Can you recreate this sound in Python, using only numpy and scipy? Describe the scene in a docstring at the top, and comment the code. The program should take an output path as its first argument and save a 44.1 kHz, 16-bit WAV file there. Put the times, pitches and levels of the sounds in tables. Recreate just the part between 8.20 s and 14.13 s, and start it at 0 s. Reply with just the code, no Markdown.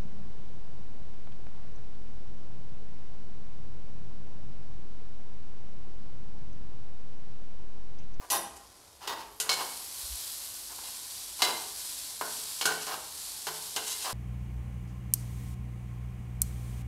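"""Frying vegetables in an iron pan

Close up, in a small tiled kitchen, steam bubbles burst in hot oil. A steel spatula knocks on the
pan, ringing bowl, rim and blade, squeaks once on bare iron and scrapes through the food. Once the
heap is turned, wet pieces meet the oil and the quiet simmer swells into a full sizzle.
Underneath lie a low rumble and a few soft bumps from the hand on the microphone."""
import sys
import numpy as np
from scipy import signal
from scipy.fft import rfft, irfft
from scipy.io import wavfile
from scipy.ndimage import uniform_filter1d

SR = 44100
rng = np.random.default_rng(int(sys.argv[2]) if len(sys.argv) > 2 else 0)


def output_pcm(signal):
    """Save a mono or channel-first signal as 16-bit PCM at the path in sys.argv[1].

    Samples are clipped to [-1, 1] before scaling.
    """
    pcm = np.clip(np.atleast_2d(signal).T, -1, 1) * 32767
    wavfile.write(sys.argv[1], SR, np.round(pcm).astype(np.int16))


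N = 261513
TAPS = 4096
BINS_HZ = np.fft.rfftfreq(TAPS, 1 / SR)

# Tone colours. Each row: frequency in Hz, relative spectral level in dB.
RUMBLE_COLOUR = [(20, -51), (32, -34), (45, 6), (62, 5), (90, 2.5), (140, -7.5), (300, -12), (700, -31.5)]  # the kitchen's low end
SIMMER_COLOUR = [(150, -4), (400, 3.5), (1000, 5.5), (1600, -2), (2800, -3), (4800, 3.5), (7000, 1),
                 (11500, 0.5), (13500, -9), (15700, -18)]  # the resting heap
BODY_COLOUR = [(60, -31.5), (160, -19.5), (300, -9.5), (430, -3.5), (560, -6.5), (720, 1), (1050, 2.5),
               (1300, -3.5), (1550, -3), (1900, -8.5), (4000, -19)]  # a contact heard through the pan's bowl,
CLANG_COLOUR = [(200, -44), (900, -35), (1600, -17), (2400, -8.5), (2950, 2.5), (3500, -4), (4200, -0.5),
                (5100, 0.5), (6500, -10.5), (9000, -33)]  # through the steel blade,
TICK_COLOUR = [(3000, -46), (6200, 5.5), (8300, 2.5), (12200, -2.5), (14000, -15.5), (16000, -41)]  # and through its edge
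SIZZLE_COLOUR = [(100, -25), (300, -26.5), (600, -13.5), (1050, -3.5), (1250, -10), (1500, -6.5),
                 (2000, -8.5), (3000, -2.5), (4400, 5), (6500, 2), (8000, 5), (11800, 2.5), (13500, -4),
                 (15800, -14)]  # wet food in hot oil
FIZZ_COLOUR = [(3000, -24), (8000, -14.5), (11200, 8), (15500, -7.5)]  # the finest bubbles

# Strokes through the food. Each row: start in seconds, length in seconds, strength in dB,
# hardness in dB (plus for bare steel, minus when cushioned by food).
SCRAPES = [(0, 0.062, -69, -19), (.114, 0.072, -37, -2.5), (.36, 0.021, -59.5, 26),
           (.803, 0.092, -50.5, -2), (.949, .1, -51.5, -3.5), (1.215, 0.12, -56.5, -11),
           (1.31, 0.039, -33, 7), (1.362, .078, -43, -3.5), (2.487, 0.055, -64.5, -13.5),
           (2.605, 0.1, -50.5, 5.5), (3.187, 0.03, -42, 1), (3.238, 0.02, -34, 12), (4.604, 0.035, -43, 11),
           (5.657, 0.089, -40.5, 16), (5.796, 0.071, -43, 13), (5.837, 0.087, -42, -5)]
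# Spatula blows. Each row: start in seconds, strength in dB, hardness in dB, height on the pan's
# wall from 0 to 1, length of the following slide in seconds, the spot's favoured frequency in Hz.
KNOCKS = [(.1012, -27, 16, 0.6, 0.0019, 12800), (.875, -33.5, -1.5, 0.3, 0.063, 3310),
          (1.2001, -27, 13, 0.91, 0, 11100), (1.2926, -23.5, 3.5, 0.21, 0.028, 4360),
          (1.407, -46.5, -14, 0, 0, 860), (2.587, -56.5, -11, 0.45, 0.00098, 1030),
          (3.2202, -20, 1, 0.22, 0.096, 3950), (4.0116, -44, -17, 0.44, 0.0075, 1257),
          (4.412, -28.5, 3.5, 0.26, 0.013, 3150), (4.4553, -22.5, 6.5, 0.97, 0.0708, 1680),
          (4.668, -35.5, 0, 0.68, 0.081, 1020), (5.082, -69, -18, 0.27, 0.0032, 690),
          (5.269, -33, -1.5, 0.62, .018, 162), (5.562, -28.5, 4, 0.72, .015, 3000)]
# The grip retunes the blade. Each row: start in seconds, pitch factor.
GRIPS = [(0, .93), (1.25, 1.055), (2.4, 1), (4.3, 1.07), (5.4, 1)]

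# Ringing metal. Each row: frequency in Hz, relative level in dB, time to fall 60 dB in seconds.
BLADE_MODES = [(2096, -1, .42), (2140, -8, .3), (2740, -8, .25), (2880, -4, .3), (3946, -1, .4),
               (4018, -7, .3), (4183, -7, .25), (4530, -8, .18), (4836, -8, .35), (5020, -10, .2),
               (5445, -9, .25), (7192, -15, .2), (8440, -12, .2)]  # before the grip retunes them
BOWL_MODES = [(162, -13.5, 1.9), (432, 1, .8), (695, -5, .45), (728, -6, .6), (872, -7, .4),
              (1030, -2, .36), (1100, -8, .3)]
RIM_MODES = [(1440, -2, .33), (1518, -4, .48), (1571, -7, .25)]
EDGE_MODES = [(680, -3, .2), (805, -3, .2), (1010, 0, .22), (5835, -3, .3), (9175, -2, .22),
              (10742, 1, .28), (11100, 0, .08), (12785, 2, .08), (13043, -1, .18), (14000, 5, .012),
              (14900, 4, .012)]

# Handling thumps. Each row: start in seconds, length in seconds, level in dB, pitch in Hz.
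BUMPS = [(0.311, 0.083, -54, 69), (1.83, 0.037, -44.5, 62), (1.893, 0.073, -38.5, 57.4)]
# Turns of the heap. Each row: start in seconds, level of the swell of sizzle in dB.
TURNS = [(1.29, -45), (1.73, -43.5), (1.95, -45), (2.59, -47), (2.85, -46.5), (3.16, -42), (3.55, -42),
         (4.03, -40.5), (4.25, -46.5), (4.92, -44.5), (5.299, -44), (5.6, -43.5)]
# Reverb decay. Each row: frequency in Hz, time to fall 60 dB in seconds.
ROOM_T60 = [(200, 0.78), (1000, 0.66), (2000, 0.69), (4000, 0.46), (8000, 0.58), (15000, .22)]
# Reverb colour. Each row: frequency in Hz, level in dB against the direct sound.
ROOM_COLOUR = [(200, 5), (1000, -2.5), (2500, -2.5), (6000, -6.5), (14000, -4)]


def amp(db):
    """Decibels to gain."""
    return 10 ** (np.asarray(db) / 20)


def unit_rms(x):
    """Scales to rms 1."""
    return x / np.sqrt(np.mean(x ** 2) + 1e-20)


def curve_at(points, hz):
    """Reads a curve on a log-frequency axis."""
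    point_hz, value = np.transpose(points)
    return np.interp(np.log(hz + 1), np.log(point_hz + 1), value)


def eq_gains(colour):
    """A tone colour as EQ gains of mean power 1."""
    return unit_rms(amp(curve_at(colour, BINS_HZ)))


def bell(hz, centre_hz, octaves=0.41):
    """Bell curve: 1 at the centre frequency, 0 far from it."""
    return np.exp(-(np.log2(hz / centre_hz) / octaves) ** 2)


def equalise(x, gains):
    """Minimum-phase EQ: nothing sounds before its cause."""
    cepstrum = irfft(np.log(gains + 1e-5))
    cepstrum[1:TAPS // 2] *= 2
    cepstrum[TAPS // 2 + 1:] = 0
    return signal.fftconvolve(x, irfft(np.exp(rfft(cepstrum))))


def add(mix, start_s, sound):
    """Lays a sound into the mix."""
    part = mix[max(round(start_s * SR), 0):][:len(sound)]
    part += sound[:len(part)]


def clicks(n, per_s, spread_db):
    """Random clicks, many small and a few large."""
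    chance, size, sign = rng.random((3, N))[:, :n]
    level_db = spread_db * np.minimum(-np.log(1 - size), 5)
    return unit_rms((chance < per_s / SR) * np.sign(sign - .5) * amp(level_db))


def waver(rate_hz):
    """Smooth random modulation of rms 1."""
    rolloff = 1 + (np.fft.rfftfreq(N, 1 / SR) / rate_hz) ** 2
    return unit_rms(irfft(rfft(rng.standard_normal(N)) / rolloff, N))


def rumble(level_db=-66):
    """The kitchen's room tone: a bed of deep noise."""
    return amp(level_db) * unit_rms(equalise(rng.standard_normal(N), eq_gains(RUMBLE_COLOUR))[:N])


def simmer(level_db=-57.5):
    """Small steam bubbles burst under the resting heap, with sparser pops among them."""
    bubbles = clicks(N, per_s=6000, spread_db=3)
    pops = amp(-10.5) * clicks(N, per_s=55, spread_db=2.5)
    return amp(level_db) * equalise(bubbles + pops, eq_gains(SIMMER_COLOUR))[:N]


def contact(force, body_db, clang_db, tick_db, spot_db):
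    """One force sounds in three voices: the bowl's body, the blade's clang and the edge's tick."""
    voices = [(BODY_COLOUR, body_db), (CLANG_COLOUR, clang_db), (TICK_COLOUR, tick_db)]
    power = sum((amp(db) * eq_gains(colour)) ** 2 for colour, db in voices)
    return equalise(force, amp(spot_db) * np.sqrt(power))


def ring(modes, pitch=1, unsteady=0.0024):
    """Metal rings as dying sines, one second long; their pitch wavers as the contact shifts."""
    t = np.arange(SR) / SR
    drifts = uniform_filter1d(rng.standard_normal((len(modes), SR)), size=300, axis=1)
    tones = np.zeros(SR)
    for (hz, db, t60), drift in zip(modes, drifts):
        cycles = hz * pitch * np.cumsum(1 + unsteady * unit_rms(drift)) / SR
        tones += amp(db - 60 * t / t60) * np.sin(2 * np.pi * cycles)
    return tones * np.minimum(1, 10 * (1 - t))


def grip_pitch(now_s):
    """Pitch factor of the blade under the present grip."""
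    return [pitch for start_s, pitch in GRIPS if start_s <= now_s][-1]


def rubbed(force, metal):
    """Slips feed a ringing piece of metal."""
    return signal.fftconvolve(force, metal / np.linalg.norm(metal))


def slides(delay_s=.008, base_db=-42, follow=0.14, reference_db=-28, hardness_db=-5.5):
    """After a blow the arm pushes on, firmer after a strong one. Gives rows like those of SCRAPES."""
    return [(start_s + delay_s, slide_s, base_db + follow * (strength_db - reference_db), hardness_db)
            for start_s, strength_db, _, _, slide_s, _ in KNOCKS if slide_s > .005]


def scrapes(uneven_db=1.5, fade_share=0.42, t60_factor=0.45):
    """The blade sticks and slips over the iron in uneven bursts; pressing it down chokes its ring."""
    out = np.zeros(N)
    pressure = amp(uneven_db * waver(rate_hz=6.1))
    # sliding feeds the blade's middle modes most, and the hollow of the bowl more than its bass
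    pressed = [(hz, db + 7 * bell(hz, 5600, octaves=0.79), t60 * t60_factor)
               for hz, db, t60 in BLADE_MODES]
    bowl_db = 3 * bell(BINS_HZ + 1, 1020, octaves=0.29) - 3 * bell(BINS_HZ + 1, 154, octaves=0.62)
    for start_s, length_s, strength_db, hardness_db in list(SCRAPES) + slides():
        n = round(length_s * SR)
        slips = clicks(n, per_s=3200, spread_db=3) * np.roll(pressure, -round(start_s * SR))[:n]
        force = unit_rms(slips * signal.windows.tukey(n, fade_share))
        tick_db = strength_db - 6 + 0.63 * hardness_db
        ring_db = strength_db - 8 + 0.26 * hardness_db
        add(out, start_s, contact(force, strength_db - hardness_db, strength_db, tick_db, bowl_db))
        add(out, start_s, amp(ring_db) * rubbed(force, ring(pressed, grip_pitch(start_s))))
    return out


def knocks(blow_s=0.0086, chatter_s=0.011, spot_ring_db=6, spot_noise_db=4):
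    """The blade lands, chatters and wakes the modes of the spot it hits. Gives clatter and ringing."""
    clatter, ringing = np.zeros((2, N))
    t = np.arange(TAPS) / SR
    for start_s, strength_db, hardness_db, height, _, spot_hz in KNOCKS:
        body_db = strength_db - hardness_db
        tick_db = strength_db - 4 + 0.14 * hardness_db + 5 * height
        decay_s = chatter_s * 2 ** (hardness_db / 20)  # bare steel chatters longer
        chatter = clicks(TAPS, per_s=12000, spread_db=1) * np.exp(-t / decay_s)
        flatten = 1 / uniform_filter1d(abs(rfft(chatter)), size=40)  # a blow drives all bands alike
        force = np.sqrt(blow_s * SR) * equalise(chatter, flatten)
        spot_db = spot_noise_db * bell(BINS_HZ + 1, spot_hz)
        add(clatter, start_s, contact(force, body_db, strength_db, tick_db, spot_db))
        bowl_db = body_db - 31 + 22 * height  # food damps the bowl; a high blow frees it
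        rim_db = body_db - 22 + 22.5 * height ** 2  # the rim answers to blows close to it
        blade_db = strength_db - 7 - 16 * height  # the blade rings less against the wall
        for modes, level_db, pitch in [(BOWL_MODES, bowl_db, 1), (RIM_MODES, rim_db, 1),
                                       (BLADE_MODES, blade_db, grip_pitch(start_s))]:
            woken = [(hz, db + spot_ring_db * bell(hz * pitch, spot_hz), t60) for hz, db, t60 in modes]
            add(ringing, start_s, amp(level_db) * ring(woken, pitch, unsteady=0.0095))
    return clatter, ringing


def skid(start_s=.104, length_s=0.061, squeak_db=-31, grit_db=-38):
    """Rapid slips on bare iron drive the blade's edge into a rough, shrill squeak that rings out."""
    out = np.zeros(N)
    slips = clicks(round(length_s * SR), per_s=3000, spread_db=4.5)
    shrill_db = 10 * bell(BINS_HZ + 1, 14000, octaves=0.62)
    add(out, start_s, amp(squeak_db) * rubbed(slips, ring(EDGE_MODES, unsteady=0.0065)))
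    add(out, start_s, equalise(slips, eq_gains(TICK_COLOUR) * amp(grit_db + shrill_db)))
    return out


def hand_bumps():
    """Dull thumps reach the microphone through the hand that holds it."""
    out = np.zeros(N)
    for start_s, length_s, db, hz in BUMPS:
        t = np.arange(round(length_s * SR)) / SR
        add(out, start_s, amp(db) * np.sin(2 * np.pi * hz * t) * np.sin(np.pi * t / length_s))
    return out


def sizzle(start_s=1.27, rise_s=.15, steady_db=-45.5, swell_peak_s=0.12, flutter_db=0.93):
    """Wet food bubbles and spits in the oil; each turn of the heap adds a swell that boils away."""
    t = np.arange(N) / SR
    power = (amp(steady_db) * np.clip((t - start_s) / rise_s, 0, 1)) ** 2
    for turn_s, db in TURNS:
        age = np.maximum(t - turn_s, 0) / swell_peak_s
        power += amp(db) ** 2 * age * np.exp(1 - age)
    bubbles = clicks(N, per_s=10000, spread_db=2.5) * amp(flutter_db * waver(rate_hz=90))
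    spits = amp(-9) * clicks(N, per_s=510, spread_db=2)
    return np.sqrt(power) * equalise(bubbles + spits, eq_gains(SIZZLE_COLOUR))[:N]


def fizz(peak_s=2, width_s=0.7, level_db=-49):
    """The first wet pieces to touch the oil flash into finer bubbles: one bright swell."""
    t = np.arange(N) / SR
    swell = amp(level_db) * np.exp(-((t - peak_s) / width_s) ** 2)
    return swell * equalise(clicks(N, per_s=8000, spread_db=6), eq_gains(FIZZ_COLOUR))[:N]


def kitchen(x, predelay_s=.004, echoes_per_s=4000):
    """Tiled walls add dense reflections to the direct sound; the treble dies first."""
    echoes = rng.choice([-1., 1.], SR) * (rng.random(SR) < echoes_per_s / SR)
    echoes *= np.arange(SR) > predelay_s * SR
    hz, t, bands = signal.stft(unit_rms(echoes), SR, nperseg=256)
    t60 = curve_at(ROOM_T60, hz)[:, None]
    unit_energy = np.sqrt(2 * np.log(1000) / (t60 * SR))
    bands *= amp(curve_at(ROOM_COLOUR, hz)[:, None] - 60 * t / t60) * unit_energy
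    tail = signal.istft(bands, SR, nperseg=256)[1]
    return x + signal.fftconvolve(x, tail)[:N]


def scene(clatter_db=-4, scrape_db=-3, ring_send=0.4):
    """Spatula and frying in the room over the low end, the same in both channels."""
    clatter, ringing = knocks()
    spatula = kitchen(amp(clatter_db) * clatter + amp(scrape_db) * scrapes() + skid())
    # the metal's ring is heard mostly direct, with only a little room
    spatula += (1 - ring_send) * ringing + ring_send * kitchen(ringing)
    low_cut = signal.butter(3, 135, "high", fs=SR, output="sos")  # a small pan radiates little bass
    frying = kitchen(sizzle() + fizz() + simmer())
    mono = signal.sosfilt(low_cut, spatula) + frying + rumble() + hand_bumps()
    return np.array([mono, mono])


def record(dry, ceiling=.52, cutoff_hz=15750):
    """Soft clipping rounds the highest peaks, then a steep low-pass trims the top."""
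    rounded = ceiling * np.tanh(dry / ceiling)
    low_pass = signal.firwin(401, cutoff_hz, window=("kaiser", 8), fs=SR)
    return signal.oaconvolve(rounded, low_pass[None], "same")


dry = scene()
out = record(dry)
output_pcm(out)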